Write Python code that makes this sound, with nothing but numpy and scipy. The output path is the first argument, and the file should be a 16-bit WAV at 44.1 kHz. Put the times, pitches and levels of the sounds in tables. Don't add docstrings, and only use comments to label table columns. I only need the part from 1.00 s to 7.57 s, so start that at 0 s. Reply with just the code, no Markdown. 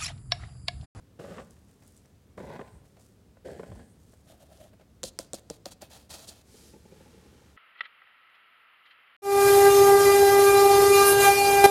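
import sys
import numpy as np
from scipy import signal
from scipy.fft import rfft, irfft
from scipy.io import wavfile
from scipy.ndimage import uniform_filter1d

SR = 44100
rng = np.random.default_rng(int(sys.argv[2]) if len(sys.argv) > 2 else 0)


def master_out(mix):
    frames = np.transpose(np.atleast_2d(mix))
    ceiling = np.clip(frames, -1, 1)
    pcm = np.round(ceiling * 32767).astype(np.int16)
    wavfile.write(sys.argv[1], SR, pcm)


N = 289532
TIME = np.arange(N) / SR
PUSH_ATTACK_S = 0.0088

# (start [s], length [s], crunch [dB], grit [dB], thud [dB], easing [dB],
# sticking dip [dB], settling [s], dust [dB], venting [s], vent [dB])
PLUNGES = [(0.188, 0.21, -43, -54, -46.5, 3, 2.5, 0.048, -59.5, 0.24, -68),
           (1.37, 0.19, -45.5, -54, -47, 0.5, 1.5, 0.1, -62, 0.41, -71.5),
           (2.444, 0.38, -41.5, -53.5, -50.5, 15, 4.5, 0.061, -63, .48, -71)]
# (time [s], crack level [dB], level of the cup's answer [dB])
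SLUMPS = [(0.1941, -35, -31), (.244, -37, -39), (.381, -29, -40), (.395, -33, -37), (1.377, -28, -40),
          (1.401, -31, -38), (1.51, -38, -51), (1.559, -38.5, -37), (1.592, -28.5, -35), (1.61, -29, -34),
          (2.368, -45.5, -52), (2.454, -42, -35), (2.485, -41, -35), (2.594, -31.5, -27),
          (2.631, -35, -34.5), (2.716, -37, -40), (2.755, -41, -44), (2.792, -40.5, -42), (3.132, -47, -49)]
# (frequency [Hz], level [dB])
BURIED_CUP = [(150, -18.5), (300, -6), (420, 2.5), (560, 2), (680, -5), (800, -27), (950, -46), (2000, -59),
              (8000, -80)]


def plunges(packing_db=8.5):
    # (frequency [Hz], level [dB])
    grit_spectra = [
        [(470, -22), (800, 2), (884, -7), (1090, -11), (1180, 0), (1550, -8.5), (1830, -6), (2380, -15.5),
         (2600, -12), (5110, -19.5), (7640, -25), (12000, -40), (16000, -51)],
        [(470, -15), (800, 6.5), (1000, 3), (1300, -13), (1440, -1.5), (1850, -5.5), (2000, -4.5), (2870, -17),
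         (3650, -13.5), (7930, -30), (8660, -46), (10300, -28), (16000, -41)],
        [(470, -19), (800, 0), (1090, -23), (1320, -17), (1720, -6.5), (2470, -20.5), (3180, -17),
         (3830, -23.5), (4340, -19), (6330, -29.5), (7640, -22), (16000, -54)],
    ]
    # (frequency [Hz], level [dB])
    bed_spectrum = [(40, -25), (70, 0.5), (120, -10), (180, 3), (250, -2.5), (350, -24.5), (800, -67),
                    (6000, -84)]
    # (frequency [Hz], width [Hz], level [dB])
    air_modes = [(556.5, 17.5, -1.5), (1030, 7.5, -0.5), (1165, 23, -8), (1484, 35, -4.5), (1655, 18, -7),
                 (2020, 27, -7), (2520, 25, -2)]
    slips = unit(grains(rate=2400, spread_db=2.0) * undb(1.4 * walk(120)))
    grind = unit(slips + 0.16 * rng.standard_normal(N))
    cup, bed = colour(slips, BURIED_CUP), colour(slips, bed_spectrum)
    held = sticking()
    out = slumps()
    for plunge, grit_spectrum in zip(PLUNGES, grit_spectra):
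        s, length, crunch_db, grit_db, thud_db, easing_db, stick_db, settling, *_ = plunge
        packed = np.clip((TIME - s) / (length / 2), 0, 1)
        slipping = undb(-stick_db * packed * held)
        grit = colour(grind, grit_spectrum)
        out += undb(crunch_db) * slipping * push(s, length, easing_db, settling) * cup
        out += undb(grit_db) * slipping * push(s, length, easing_db - packing_db, settling) * grit
        out += undb(thud_db) * stroke(s, PUSH_ATTACK_S, length, fade_db=1.5, release=0.081) * bed
    return undb(-0.48) * ringing(out, air_modes)


def push(s, length, easing_db, settling, sag_db=3.5, settling_db=-8):
    midway = np.sin(np.pi * np.clip((TIME - s) / length, 0, 1))
    moving = stroke(s, PUSH_ATTACK_S, length, easing_db, release=0.02) * undb(-sag_db * midway)
    return np.maximum(moving, undb(settling_db) * stroke(s, PUSH_ATTACK_S, length, easing_db, settling))


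def sticking(hold_s=0.022):
    held = np.zeros(N)
    lock = np.exp(-(TIME[SR // 10::-1] / hold_s) ** 4)
    for s, *_ in SLUMPS:
        add(held, s - len(lock) / SR, lock)
    return np.minimum(held, 1)


def slumps():
    # (frequency [Hz], level [dB])
    crack_spectrum = [(80, -15), (180, -3), (330, -5), (520, 0), (750, -6), (1050, -8), (1800, -16),
                      (3000, -27), (6000, -44), (11000, -66)]
    crack = bursts([(s, db) for s, db, _ in SLUMPS], crack_spectrum, decay=0.0062)
    hollow = bursts([(s, db) for s, _, db in SLUMPS], BURIED_CUP, decay=0.0082)
    return undb(-3.5) * crack + undb(-4.5) * hollow


def taps(click_cycles=2.05, rattle_s=0.0021, swell_s=0.0055):
    # (time [s], click peak [dB], click pitch [Hz], knock peak [dB], knock pitch [Hz])
    finger_taps = [(4.0325, -18, 6750, -31, 500), (4.0384, -15.5, 4230, -32.5, 540),
                   (4.1895, -15.5, 4820, -30, 542), (4.3336, -17.5, 8860, -29.5, 554),
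                   (4.501, -20, 4850, -28, 480), (4.6578, -21.5, 4460, -31, 540),
                   (4.8200, -29.5, 5900, -37.5, 607)]
    # (multiple of the knock pitch, level [dB], t60 [s])
    cup_modes = [(.36, -13.5, 0.05), (0.581, -8.5, 0.04), (1, 3, 0.025), (1.27, -5.5, 0.034),
                 (1.85, -19.5, .03), (2.4, -18, 0.015)]
    # (frequency [Hz], level [dB])
    click_spectrum = [(400, 0), (1500, -10), (2500, -13), (4300, -3), (5600, -7), (7200, -2), (9000, -4.5),
                      (11500, -14.5), (16000, -24.5)]
    out, t = np.zeros(N), TIME[:4096]
    contact_decay = 0.14 * np.exp(-t / rattle_s) + 0.75 * np.exp(-t / 0.00034)
    for s, click_db, click_hz, knock_db, knock_hz in finger_taps:
        wall = np.sin(2 * np.pi * click_hz * t) * np.exp(-t * click_hz / click_cycles)
        contact = rng.standard_normal(len(t)) * contact_decay
        click = colour(0.56 * wall + contact, click_spectrum)
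        add(out, s, at_peak(click, click_db))
        knock = np.zeros(len(t))
        for ratio, db, t60 in cup_modes:
            hz = knock_hz * ratio * (1 + 0.044 * rng.standard_normal())
            knock += undb(db - 60 * t / t60) * np.sin(2 * np.pi * hz * t)
        knock *= 1 - np.exp(-(t / swell_s) ** 2)
        add(out, s + 0.00086, at_peak(knock, knock_db))
    return out


def rubs():
    # (start [s], rise [s], length [s], level [dB], fade [dB], contact [0 fingertip - 1 hand])
    skids = [(4.029, 0.023, 0.063, -37.5, 8, 0.0064), (4.192, 0.0048, 0.086, -44.5, 27, 0.36),
             (4.339, 0.0054, 0.032, -39, 19, 0.064), (4.371, .017, 0.023, -45.5, 10, 0.86),
             (4.497, 0.0037, .073, -49, 16, 0.6), (4.654, .0025, 0.053, -43.5, 19, 0.79),
             (4.706, .01, 0.027, -44.5, 9, .25), (4.809, .011, 0.089, -41, 33.5, 0.97),
             (4.895, 0.048, 0.17, -42.5, 26.5, 0.83), (5.092, 0.019, 0.065, -42.5, 5, 0.42),
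             (5.155, .028, 0.12, -45.5, 14, 0.58), (5.273, 0.004, 0.024, -49, -5, 0.014),
             (5.297, .003, .12, -55.5, 8, 0.76)]
    # (frequency [Hz], level [dB])
    tip_spectrum = [(300, -4), (650, -8.5), (1000, -28), (2400, -22.5), (3200, -12), (4200, -7), (5500, -9),
                    (7200, -9.5), (9000, -9), (11500, -15.5), (16000, -31.5)]
    # (frequency [Hz], level [dB])
    palm_spectrum = [(300, -5.5), (650, 11), (950, 1), (2200, -5.5), (3600, -0.5), (5500, -8), (8000, -11),
                     (11000, -7), (16000, -14)]
    # (frequency [Hz], width [Hz], level [dB])
    wall_modes = [(2560, 30, 5), (3260, 50, -3), (4000, 70, -3), (4550, 100, -4), (6150, 80, -4),
                  (6900, 140, -4)]
    friction = unit(grains(rate=6000, spread_db=3.2) * undb(1.4 * walk(280) + 1.1 * walk(70)))
    tip, palm = colour(friction, tip_spectrum), colour(friction, palm_spectrum)
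    out = np.zeros(N)
    for s, rise, length, db, fade_db, contact in skids:
        skin = np.sqrt(1 - contact) * tip + np.sqrt(contact) * palm
        out += undb(db) * stroke(s, rise, length, fade_db, release=0.005) * skin
    return ringing(out, wall_modes)


def scoop(release_s=0.024):
    # (fullest at [s], rise [s], hiss [dB], ring [dB])
    bites = [(3.325, 0.051, -60.5, -54.5), (3.438, 0.046, -61, -56), (3.523, 0.026, -59, -53),
             (3.578, 0.03, -61.5, -58.5), (3.614, 0.019, -59, -51.5), (3.659, .03, -61.5, -56)]
    # (frequency [Hz], level [dB])
    rim_spectrum = [(700, -19), (1200, 0.5), (1700, 1), (2300, -3.5), (3000, 3), (5000, -1.5), (9000, -1),
                    (13000, -5.5), (16000, -21)]
    # (frequency [Hz], level [dB])
    open_cup = [(300, -7.5), (480, -11.5), (600, 5), (720, -0.5), (850, -14), (1100, -20.5), (2500, -33)]
    hiss = together(undb(db) * swell(s, rise, release_s) for s, rise, db, _ in bites)
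    ring = together(undb(db) * swell(s, rise, release_s) for s, rise, _, db in bites)
    scrape = unit(undb(3.1 * walk(80)) * grains(rate=3000, spread_db=0.5))
    judder = grains(rate=2300, spread_db=9.0)
    return hiss * colour(scrape, rim_spectrum) + undb(0.5) * ring * colour(judder, open_cup)


def kneading(release_s=0.066, spray_fade_db=5.5):
    # (start [s], rise [s], length [s], fade [dB], swish [dB], crunch [dB], spray [dB])
    kneads = [(5.424, 0.15, 0.27, -2.5, -76, -65.5, -55.5), (5.727, 0.25, 0.786, 2, -64, -61.5, -64)]
    # (time [s], peak [dB])
    pockets = [(5.541, -44.5), (5.595, -50), (5.66, -56), (5.734, -41.5), (5.758, -45), (5.851, -44),
               (5.918, -39), (5.956, -50), (5.998, -46), (6.059, -45.5), (6.141, -47.5), (6.175, -47.5),
               (6.256, -51.5), (6.415, -50)]
    # (frequency [Hz], level [dB])
    swish_spectrum = [(500, 2), (1200, 2.5), (3000, -1), (5000, -6), (8000, -11.5), (16000, -30)]
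    spray_spectrum = [(2500, -7), (5000, -2), (7500, -3.5), (10000, -5.5), (13000, -10), (16000, -21)]
    crunch_spectrum = [(70, -23), (180, 4), (300, -1), (460, 3), (570, -6), (700, -20), (860, -5.5),
                       (1000, -30), (2500, -27), (12000, -62)]
    swish = colour(grains(rate=7600, spread_db=6.5), swish_spectrum)
    spray = colour(rng.standard_normal(N), spray_spectrum)
    crunch = colour(grains(rate=900, spread_db=1.0), crunch_spectrum)
    out = bursts(pockets, crunch_spectrum, decay=0.0095)
    for s, rise, length, fade_db, swish_db, crunch_db, spray_db in kneads:
        powder = undb(swish_db) * swish + undb(crunch_db) * crunch
        out += stroke(s, rise, length, fade_db, release_s) * powder
        out += stroke(s, rise, length, fade_db + spray_fade_db, release_s) * undb(spray_db) * spray
    return out


def tub_booms():
    # (time [s], level [dB])
    flexes = [(1.115, -48.5), (1.72, -42.5), (1.8, -47), (2.68, -38), (2.712, -36)]
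    # (frequency [Hz], level [dB])
    tub_spectrum = [(25, -56), (50, 8), (80, 7), (130, 3), (190, -2), (300, -27), (800, -65), (5000, -76)]
    return undb(-2.0) * bursts(flexes, tub_spectrum, decay=0.022)


def patters_and_scrapes():
    # (time [s], level [dB])
    events = [(.565, -56), (.69, -56), (.82, -51), (.845, -60), (1.05, -54), (1.675, -47), (1.85, -56),
              (1.966, -47), (1.995, -52.5), (3.731, -50.5), (3.795, -49.5), (3.809, -47)]
    # (frequency [Hz], level [dB])
    dull_spectrum = [(100, -4), (400, -0.5), (650, 4.5), (1000, -7), (2000, -8.5), (3200, -15.5),
                     (5000, -18.5), (16000, -28)]
    return undb(-0.5) * bursts(events, dull_spectrum, decay=0.012)


def crumbs():
    # (time [s], level [dB], pitch [Hz])
    ticks = [(0.5078, -43, 7760), (.6478, -58, 10000), (.6855, -59, 8980), (.7115, -56, 9000),
             (.877, -45, 9300), (.9213, -51, 9500), (.9655, -49.5, 8150), (0.975, -47, 7600),
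             (1.0575, -54, 6600), (2.0077, -58, 6960), (3.12, -58, 9000), (3.574, -50, 6000),
             (4.394, -43, 7500), (5.2338, -57, 8100)]
    out = np.zeros(N)
    for s, db, hz in ticks:
        tick_spectrum = [(hz / 10, -30), (hz / 2, -16), (hz, 0), (hz * 2, -22)]
        out += bursts([(s, db)], tick_spectrum, decay=0.00082)
    return undb(0.5) * out


def dust():
    # (fullest at [s], rise [s], fall [s], level [dB])
    sifts = [(.52, 0.024, .045, -66.5), (.7, 0.037, 0.1, -69.5), (.885, 0.065, 0.044, -62.5),
             (.965, .04, 0.12, -65.5), (1.87, 0.032, 0.079, -70), (2.02, 0.037, 0.075, -62),
             (3.03, 0.037, 0.11, -66), (3.13, .03, 0.064, -64.5)]
    # (frequency [Hz], level [dB])
    fizz_spectrum = [(1000, 1), (2500, -3.5), (4500, 3.5), (6500, 6), (8200, 7.5), (10000, 4),
                     (12500, -0.5), (16000, -8)]
    fizz = unit(grains(rate=920, spread_db=8) + 0.89 * rng.standard_normal(N)) * undb(1.3 * walk(50))
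    flows = [undb(db) * swell(s, rise, fall) for s, rise, fall, db in sifts]
    for s, length, *_, dust_db, _, _ in PLUNGES:
        flows.append(undb(dust_db) * stroke(s, PUSH_ATTACK_S, length, fade_db=7, release=0.2))
    return undb(-2.0) * together(flows) * colour(fizz, fizz_spectrum)


def vented_air(start_hz=7360, rise_hz_per_s=3300, flutter_hz=850):
    lowpass = signal.butter(2, flutter_hz, fs=SR, output="sos")
    flutter = unit(signal.sosfilt(lowpass, rng.standard_normal(N)))
    out = np.zeros(N)
    for s, *_, venting, vent_db in PLUNGES:
        hz = start_hz + rise_hz_per_s * np.clip(TIME - s, 0, venting)
        pressure = undb(vent_db) * stroke(s, venting, venting, fade_db=0, release=0.023)
        out += pressure * flutter * np.sqrt(2) * np.sin(2 * np.pi * np.cumsum(hz) / SR)
    return out


def tub_sides(x):
    # (delay [s], level [dB])
    echoes = [(.0013, -40), (.0022, -16.5), (.0037, -28), (.0058, -20)]
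    out = x.copy()
    for delay, db in echoes:
        add(out, delay, undb(db) * x)
    return undb(-0.83) * out


def reflections(x, t60=0.92, wet_db=-16, damp_hz=2200):
    t = TIME[:SR // 2]
    tail = rng.standard_normal(len(t)) * undb(-60 * t / t60) * (t > 0.004)
    tail = signal.sosfilt(signal.butter(1, damp_hz, fs=SR, output="sos"), tail / np.linalg.norm(tail))
    return undb(wet_db) * signal.fftconvolve(x, tail)[:N]


def room_tone(noise_db=-59.1):
    # (frequency [Hz], level [dB])
    room_spectrum = [(15, -64.5), (28, -13.5), (50, -12.5), (75, -5), (110, -11), (220, -12), (360, -20),
                     (450, -19.5), (560, -25), (900, -32), (2200, -38), (4000, -40), (8500, -43),
                     (16000, -48.5)]
    # (frequency [Hz], level [dB])
    hum_tones = [(70.5, -68), (106, -69.5), (184, -76.5)]
    hum = np.zeros(N)
    for hz, db in hum_tones:
        amplitude = np.sqrt(2) * undb(db + 1.5 * walk(6.6))
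        hum += amplitude * np.sin(2 * np.pi * hz * TIME + 0.29 * walk(4.6))
    return undb(noise_db) * unit(colour(rng.standard_normal(N), room_spectrum)) + hum


def grains(rate, spread_db):
    sizes = undb(spread_db * np.clip(rng.standard_normal(N), -2, 2)) * rng.choice([-1, 1], N)
    return unit(sizes * (rng.random(N) < rate / SR))


def bursts(events, spectrum, decay):
    out, t = np.zeros(N), TIME[:16384]
    flow = np.exp(-t / decay) * (1 - np.exp(-t / 0.0012))
    for s, db in events:
        burst = colour(rng.standard_normal(len(t)) * flow, spectrum)
        add(out, s, at_peak(burst, db))
    return out


def stroke(s, rise, length, fade_db, release):
    t = np.maximum(TIME - s, 0)
    fade = undb(-fade_db * np.minimum(t / length, 1))
    return np.minimum(t / rise, 1) * fade * np.exp(-np.maximum(t - length, 0) / release)


def swell(s, rise, fall):
    return np.exp(-(np.minimum(TIME - s, 0) / rise) ** 2 - np.maximum(TIME - s, 0) / fall)


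def together(flows):
    return np.sqrt(sum(flow ** 2 for flow in flows))


def ringing(x, modes):
    return x + sum(undb(db) * signal.lfilter(*signal.iirpeak(hz, hz / width, fs=SR), x)
                   for hz, width, db in modes)


def colour(x, spectrum, size=4096):
    hz, db = np.transpose(spectrum)
    grid = np.maximum(np.fft.rfftfreq(size, 1 / SR), 1)
    gain = undb(np.interp(np.log(grid), np.log(hz), db))
    cepstrum = irfft(np.log(gain))
    response = irfft(np.exp(rfft(2 * cepstrum[:size // 2], size)))
    return signal.fftconvolve(x, response / np.linalg.norm(response))[:len(x)]


def walk(rate):
    hold = int(SR / rate)
    steps = np.repeat(rng.standard_normal(N)[:N // hold + 1], hold)[:N]
    return unit(uniform_filter1d(steps, hold))


def undb(db):
    return 10 ** (np.asarray(db) / 20)


def unit(x):
    return x / np.sqrt(np.mean(x ** 2))


def at_peak(x, db):
    return undb(db) * x / np.abs(x).max()


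def add(out, s, sound):
    i = max(int(s * SR), 0)
    out[i:i + len(sound)] += sound[:max(N - i, 0)]


def scene():
    near = patters_and_scrapes() + plunges() + tub_booms() + taps()
    near += tub_sides(dust() + vented_air() + crumbs() + scoop() + rubs() + kneading())
    return (near + reflections(near) + room_tone())[None]


def record(dry, low_cut_hz=38, top_hz=16100):
    lean = signal.sosfilt(signal.butter(5, low_cut_hz, "high", fs=SR, output="sos"), dry)
    return signal.sosfilt(signal.ellip(10, 0.2, 70, top_hz, fs=SR, output="sos"), lean)


dry = scene()
out = record(dry)
master_out(out)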